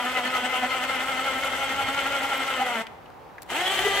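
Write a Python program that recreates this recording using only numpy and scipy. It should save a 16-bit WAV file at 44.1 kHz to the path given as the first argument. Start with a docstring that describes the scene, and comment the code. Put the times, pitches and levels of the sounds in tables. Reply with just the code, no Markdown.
"""A small electric winch on a parked car lifts a plow blade, strains to a stop and lets it down again.
Its gears whine at harmonics of the meshing rate, while tooth impacts and friction excite a metal
housing and the motor brushes hiss. Wheels slightly out of true modulate speed and level into a throb.
The rig and the switch click in the pause; around them lies a quiet gravel lot with a faint echo."""
import sys
import numpy as np
from scipy import signal
from scipy.fft import rfft, irfft
from scipy.io import wavfile

SR = 44100
rng = np.random.default_rng(int(sys.argv[2]) if len(sys.argv) > 2 else 0)


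def file_out(sig):
    """Save sig as 16-bit WAV at sys.argv[1]."""
    # one column per channel
    cols = np.atleast_2d(sig).T
    # limit, then scale
    lim = np.clip(cols, -1, 1)
    pcm = np.round(lim * 32767).astype(np.int16)
    wavfile.write(sys.argv[1], SR, pcm)


N = 176400
T, HZ = np.arange(N) / SR, np.fft.rfftfreq(N, 1 / SR)


def amp(db):
    """Amplitude ratio of a level in decibels."""
    return 10 ** (np.asarray(db) / 20)


def unit(x):
    """Normalisation to rms 1."""
    return x / np.sqrt(np.mean(x ** 2) + 1e-20)


def curve(points):
    """Linear interpolation over time."""
    return np.interp(T, *np.transpose(points))


def spectrum(points):
    """Interpolation over log frequency."""
    f, value = np.transpose(points)
    return np.interp(np.log(HZ + 1), np.log(f + 1), value)


def colour(x, db):
    """Minimum-phase filter: folding the cepstrum makes the gain curve causal."""
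    cepstrum = irfft(np.log(amp(np.maximum(db, -100))), N)
    cepstrum[1:N // 2] *= 2
    cepstrum[N // 2 + 1:] = 0
    response = irfft(np.exp(rfft(cepstrum)), N)[:4096]
    return signal.oaconvolve(x, response)[:N]


def hump(hz, octaves):
    """Resonance curve in dB, 6 dB down at the given half-width."""
    return -20 * np.log10(1 + (np.log2((HZ + 1) / hz) / octaves) ** 2)


def wander(hz):
    """Random modulation: low-passed noise of rms 1."""
    return unit(irfft(rfft(rng.standard_normal(N)) / (1 + (HZ / hz) ** 4), N))


def scatter(x, t60=0.039):
    """All-pass dispersion: the housing smears a sound in time and keeps its colour."""
    t, lead = T[:4096], 256
    tail = rfft(rng.standard_normal(len(t)) * amp(-60 * t / t60))
    allpass = np.roll(irfft(tail / abs(tail)), lead)
    return signal.oaconvolve(x, allpass)[lead:lead + N]


# likeness of left and right: f/Hz, coherence
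COHERENCE = [(60, 0.24), (110, 0.37), (200, 1), (380, 0.95), (700, 0.96), (1290, 0.86), (2380, 0.73),
             (4400, 0.19), (8120, 0.14), (15000, 0.29)]
# left minus right: f/Hz, level/dB
BALANCE = [(60, 0), (200, -0.5), (700, 2), (2300, 1.5), (4400, 0.5), (8000, 8), (14000, -1)]

def stereo(common, difference, left_lead_s=.000045, lead_below_hz=2000):
    """Partial coherence: two channels share a mid signal, whose lows reach the left first."""
    same, lean = np.clip(spectrum(COHERENCE), 0, .99), spectrum(BALANCE)
    mid = rfft(common) * np.sqrt((1 + same) / 2)
    side = rfft(difference) * np.sqrt((1 - same) / 2)
    delay = np.exp(-2j * np.pi * HZ * left_lead_s / (1 + (HZ / lead_below_hz) ** 2))
    return irfft(np.array([(mid + side) * amp(lean / 2), (mid - side) * amp(-lean / 2) * delay]), N)


def wheels(cycles, teeth):
    """Periodic modulation: each uneven wheel adds a cosine of the count of teeth passed."""
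    return sum(swing * np.cos(2 * np.pi * (teeth - crest) / period) for period, crest, swing in cycles)


# modes of the frame: f/Hz, bandwidth/Hz, level/dB
FRAME_MODES = [(229, 48, -39.5), (403, 72, -37), (551, 148, -35.5), (724, 47, -31), (821.5, 18.5, -33),
               (917, 44, -30.5), (991, 12.6, -34), (1200, 43, -37.5), (1302, 60, -34), (1382, 66, -38.5),
               (1497, 160, -43.5), (1764, 98, -42), (2073, 116, -36), (2540, 77, -40.5), (2787, 100, -43),
               (3036, 94, -41), (3230, 140, -40.5)]
# harmonics 1, 2, 3...: lifting level/dB, lowering level/dB
HARMONICS = [(-4.5, 0), (-5, 0.5), (-2, 0), (-1, -2.5), (0.5, 6.5), (-1.5, 4), (-1.5, -1), (1, 5.5),
             (-0.5, 6.5), (-0.5, -1), (-1, 9), (-3.5, 5), (-2.5, -2)]
# their swell while lifting: once-a-turn swing/dB, its crest/teeth, twice-a-turn swing/dB
HARMONIC_SWELLS = [(5, 19, 0), (1.3, 41, 0), (0, 0, 3), (2.2, 44, 0), (1.3, 40, 3.9), (2.2, 11, 2.4),
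                   (4, 17, 1), (2.4, 43, 1.4), (2.6, 3, 1), (1.8, 3, 1), (2.8, 1, 0), (3.4, 7, 0),
                   (2, 3, 0)]
# gain of the whine as the teeth bear harder: t/s, level/dB
TOOTH_LOAD = [(0, -.5), (.6, 0), (.9, -1), (2.52, -1), (2.62, 1), (2.82, 1.5), (3.5, -12), (3.555, 0),
              (4, 0)]

def whine(teeth, turned, lowering, throb_db, roughness=.36, flutter_hz=32):
    """Forced vibration: harmonics of the meshing rate flare as they cross the frame's resonances."""
    wheel_teeth, tight_tooth = 47.3, 20
    out, mesh_hz = np.zeros(N), np.gradient(teeth) * SR
    frame = np.sqrt(sum(amp(db) ** 2 / (1 + (2 * (HZ - hz) / width) ** 2)
                        for hz, width, db in FRAME_MODES))
    for k, (lift_db, lower_db) in enumerate(HARMONICS, 1):
        once_db, crest, twice_db = HARMONIC_SWELLS[k - 1]
        swell = wheels([(wheel_teeth, crest, once_db), (wheel_teeth / 2, tight_tooth, twice_db)], turned)
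        db = np.where(lowering, lower_db, lift_db + swell) + throb_db
        flutter = 1 + roughness * (wander(flutter_hz) + 1j * wander(flutter_hz))
        carrier = np.exp(2j * np.pi * (k * teeth + rng.random()))
        out += amp(db) * np.interp(k * mesh_hz, HZ, frame) * unit((flutter * carrier).real)
    return out * amp(curve(TOOTH_LOAD))


# response of the housing, lifting and lowering: f/Hz, relative level/dB
HOUSING_LIFT = [(100, -25.5), (200, -17.5), (330, -12.5), (430, -9.5), (540, -7.5), (640, -4), (820, -0.5),
                (950, -4), (1170, -6), (1370, -10.5), (1700, -8), (2080, -0.5), (2350, -12), (2600, -8),
                (3050, -6), (3450, -9.5), (3900, -15.5), (4900, -20.5), (7000, -24.5), (8300, -24),
                (8900, -32.5), (11300, -37), (13500, -28.5), (15600, -65)]
HOUSING_LOWER = [(59, -60), (100, -16), (173, -20.5), (293, -13.5), (394, -4), (497, -17.5), (640, -3),
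                 (758, 2), (1060, -8.5), (1180, -34), (1460, -3), (1960, -4.5), (2470, -8), (3050, -4),
                 (4860, -21), (8060, -22), (8950, -28), (11100, -25.5), (15500, -37)]
# modes of the housing: f/Hz, bandwidth/Hz, level/dB
HOUSING_MODES = [(575.6, 77, -47), (1334, 160, -39.5), (2035, 56, -47), (2390, 41, -53), (2993, 30, -46)]

def rattle(teeth, lowering, lift_db=-32, lower_db=-28.7, spread_db=7.5, jitter_s=.00012):
    """Impact and friction: each tooth knocks and scrapes, exciting the housing and its modes."""
    contacts = np.flatnonzero(np.diff(np.floor(teeth)) > 0)
    size, late = rng.standard_normal((N // 20, 2))[:len(contacts)].T
    onsets = np.clip(contacts + (late * jitter_s * SR).astype(int), 0, N - 1)
    knocks, paths = np.zeros(N), []
    knocks[onsets] = amp(spread_db * np.clip(size, -2, 2))
    scrape_share = 0.74  # of the driving power
    for _ in range(2):
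        scrape = unit(rng.standard_normal(N) * np.exp(-(teeth % 1)))
        impacts = unit(scatter(knocks - knocks.mean()))
        drive = np.sqrt(1 - scrape_share) * impacts + np.sqrt(scrape_share) * scrape
        lift = amp(lift_db) * unit(colour(drive, spectrum(HOUSING_LIFT)))
        lower = amp(lower_db) * unit(colour(drive, spectrum(HOUSING_LOWER)))
        body = np.where(lowering, lower, lift)
        for hz, width, db in HOUSING_MODES:
            peak = signal.iirpeak(hz, hz / width / 2, SR)
            body += amp(db) * unit(signal.lfilter(*peak, signal.lfilter(*peak, drive)))
        paths.append(body)
    return np.array(paths)


# modes of small, dry steel parts: f/Hz, level/dB, T60/s
STEEL_MODES = [(4327, -55, 0.094), (5310, -62, 0.057), (6100, -59.5, 0.078), (6620, -65, 0.28),
               (8020, -58, 0.046), (8330, -64.5, 0.032), (10570, -65.5, 0.018), (13500, -69, .008)]

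def chirps(lowering, hits_per_s=55, spread_db=5, lowering_boost_db=5):
    """Damped free vibration: chance contacts set small steel parts ringing."""
    out, t = np.zeros((2, N)), T[:SR // 8]
    for hz, db, t60 in STEEL_MODES:
        struck = rng.random(N) < hits_per_s / SR
        hits = struck * amp(spread_db * np.clip(rng.standard_normal(N), -2, 2))
        tone = np.sin(2 * np.pi * hz * t) * t * amp(-60 * t / t60)
        for path in out:
            path += amp(db) * unit(signal.oaconvolve(hits * rng.choice([-1, 1], N), tone)[:N])
    return out * amp(lowering_boost_db * lowering)


# hiss of the motor brushes: f/Hz, relative level/dB
BRUSH_SPECTRUM = [(1500, -5), (3300, 4), (4800, -11), (7800, 1), (8400, -2), (9000, -9), (11000, 0),
                  (13400, -9), (15600, -10.5)]

def brushes(lowering, db=-47, lowering_boost_db=4.5, waver_db=2, waver_hz=37):
    """Sliding-contact noise: a wavering hiss, louder as the motor runs free to lower the blade."""
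    hiss = np.array([unit(colour(rng.standard_normal(N), spectrum(BRUSH_SPECTRUM))) for _ in range(2)])
    return hiss * amp(db + lowering_boost_db * lowering + waver_db * wander(waver_hz))


# teeth meshing per second under load: t/s, f/Hz
MESH_RATE = [(0, 251), (.55, 253), (.9, 259), (1.35, 266), (1.8, 272), (2.15, 275), (2.5, 267), (2.65, 250),
             (2.73, 234), (2.84, 225), (3.48, 150), (3.52, 230), (3.55, 284), (3.58, 327), (3.61, 353),
             (3.65, 373), (3.72, 384), (3.82, 389), (3.9, 397), (4, 399)]
# speed sway from uneven wheels: period/teeth, crest/teeth, swing/Hz
SPEED_SWAY = [(47.65, 35.8, 4.7), (21.75, 20.1, 1.9), (43.5, 24.2, 1.6), (51.4, 29.9, 1.1), (40.5, 29.3, 1)]
# level swell from tight spots: period/teeth, crest/teeth, relative swing
TIGHT_SPOTS = [(23.7, 19.8, 1.6), (16.4, 14.5, 1.3), (25.05, 15.3, .6), (47.65, 45.3, .5), (15.5, 11.4, .5)]
# depth of that swell: t/s, factor
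THROB_DEPTH = [(.05, .6), (.25, 1.05), (.5, 1.05), (1, .72), (2.3, .72), (2.7, .4), (4, .4)]
# how hard the gears are driven: t/s, level/dB
EFFORT = [(0, 0), (.6, 0.5), (1.1, 0.5), (2.2, 1.2), (2.55, 0.5), (2.6, 0), (2.67, -0.5), (2.816, -1.5),
          (2.847, -18.5), (2.93, -48), (3.05, -48), (3.46, -50), (3.482, -21), (3.505, -3.5), (3.57, -1.5),
          (3.75, 1.5), (4, 1.5)]

def winch(reverse_s=3.2, slip_teeth=.01, slip_hz=35):
    """Frequency and amplitude modulation: one rotation sways the pitch and makes the gear train throb."""
    speed = curve(MESH_RATE)
    turned = np.cumsum(speed) / SR  # teeth passed, without sway or slip
    teeth = np.cumsum(speed + wheels(SPEED_SWAY, turned)) / SR + slip_teeth * wander(slip_hz)
    lowering = T > reverse_s
    throb = wheels(TIGHT_SPOTS, turned) * curve(THROB_DEPTH)
    tone = whine(teeth, turned, lowering, throb_db=.6 * throb)
    noise = (rattle(teeth, lowering) + chirps(lowering) + brushes(lowering)) * amp(.85 * throb)
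    paths = np.array([tone, scatter(tone)]) + noise + flares()
    return stereo(*(paths * amp(curve(EFFORT))))


def echo(x, t60=0.67):
    """Reverberation: dense reflections from the houses decay exponentially."""
    t = T[:SR // 2]
    tail = rng.standard_normal(len(t)) * amp(-60 * t / t60)
    reflections = signal.oaconvolve(x, tail / np.linalg.norm(tail))[:N]
    return colour(reflections, hump(hz=700, octaves=3.5))


# distant outdoor wash: f/Hz, relative level/dB
AIR_SPECTRUM = [(15, -74), (25, -31), (37, -19), (64, -9), (281, -11), (399, -9), (445, -7), (684, -9.5),
                (741, -3), (1110, -11), (2010, -21), (8810, -43.5), (15500, -41)]
# low rumble: t/s, level/dB
RUMBLE_LEVEL = [(0, -79), (1.1, -62), (1.7, -56), (2.2, -59), (2.9, -94), (3.6, -69), (3.85, -48.5),
                (4, -60)]

def outdoors(air_db=-47, air_side=0.63, rumble_side=0.76, rumble_left_db=8.0):
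    """Ambient noise, partly coherent between the ears: a steady wash and a lumpy rumble to the left."""
    air = [unit(colour(rng.standard_normal(N), spectrum(AIR_SPECTRUM))) for _ in range(2)]
    low = [unit(colour(rng.standard_normal(N), hump(hz=85, octaves=1))) for _ in range(2)]
    sides = np.array([[1], [-1]])
    wash = (air[0] + air_side * sides * air[1]) * amp(air_db + .5 * wander(hz=7.1))
    rumble_db = curve(RUMBLE_LEVEL) + rumble_left_db * sides + 2 * wander(hz=13)
    return wash + (low[0] + rumble_side * sides * low[1]) * amp(rumble_db)


# flares and squeaks: centre t/s, half-length/s, f/Hz, half-width/octaves, level/dB
FLARES = [(2.378, .005, 12800, .04, -40), (2.619, 0.02, 785, 0.037, -23), (3.562, 0.017, 889, 0.015, -23.5),
          (3.68, .025, 3310, .04, -28.5), (3.697, 0.011, 3025, 0.018, -27),
          (3.712, 0.0073, 8110, 0.027, -37), (3.87, 0.021, 420, 0.088, -28)]

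def flares():
    """Brief narrow-band bursts: the whine flares on the casing's resonances, with a few high squeaks."""
    out = np.zeros((2, N))
    for s, length, hz, octaves, db in FLARES:
        band = irfft(rfft(rng.standard_normal((2, N))) * amp(hump(hz, octaves)), N)
        out += unit(band) * amp(db) * np.exp(-((T - s) / length) ** 2)
    return out


# snaps of the rig and switch: t/s, level/dB, f/Hz, half-width/octaves, T60/s
RIG_CLICKS = [(2.868, -33.5, 2420, 0.49, 0.026), (3.058, -46, 2380, 0.35, 0.046),
              (3.102, -42, 1100, 0.55, 0.017), (3.382, -32.5, 1670, 0.26, 0.024),
              (3.42, -36, 5940, 5, 0.033), (3.431, -38, 8000, 6.6, 0.013), (3.463, -55, 7000, 1.5, .02)]

def clicks():
    """Heavily damped transients: each snap is decaying noise through one broad resonance."""
    out = np.zeros((2, N))
    for s, db, hz, octaves, t60 in RIG_CLICKS:
        resonance = hump(hz, octaves)
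        rms_gain = np.sqrt(np.mean(amp(resonance) ** 2))
        decay = (T >= s) * amp(db - 60 * np.maximum(T - s, 0) / t60)
        for path in out:
            path += colour(rng.standard_normal(N) * decay, resonance) / rms_gain
    return stereo(*out)


def scene(echo_db=-13):
    """Superposition of the direct sound, its faint echo and the outdoor background."""
    direct = winch() + clicks()
    reflected = np.array([echo(side) for side in direct])
    return direct + amp(echo_db) * reflected + outdoors()


def record(dry, cutoff_hz=15800):
    """Band limiting by a steep linear-phase low-pass filter."""
    lowpass = signal.firwin(801, cutoff_hz, window=("kaiser", 9), fs=SR)
    return signal.oaconvolve(dry, lowpass[None], "same")


dry = scene()
out = record(dry)
file_out(out)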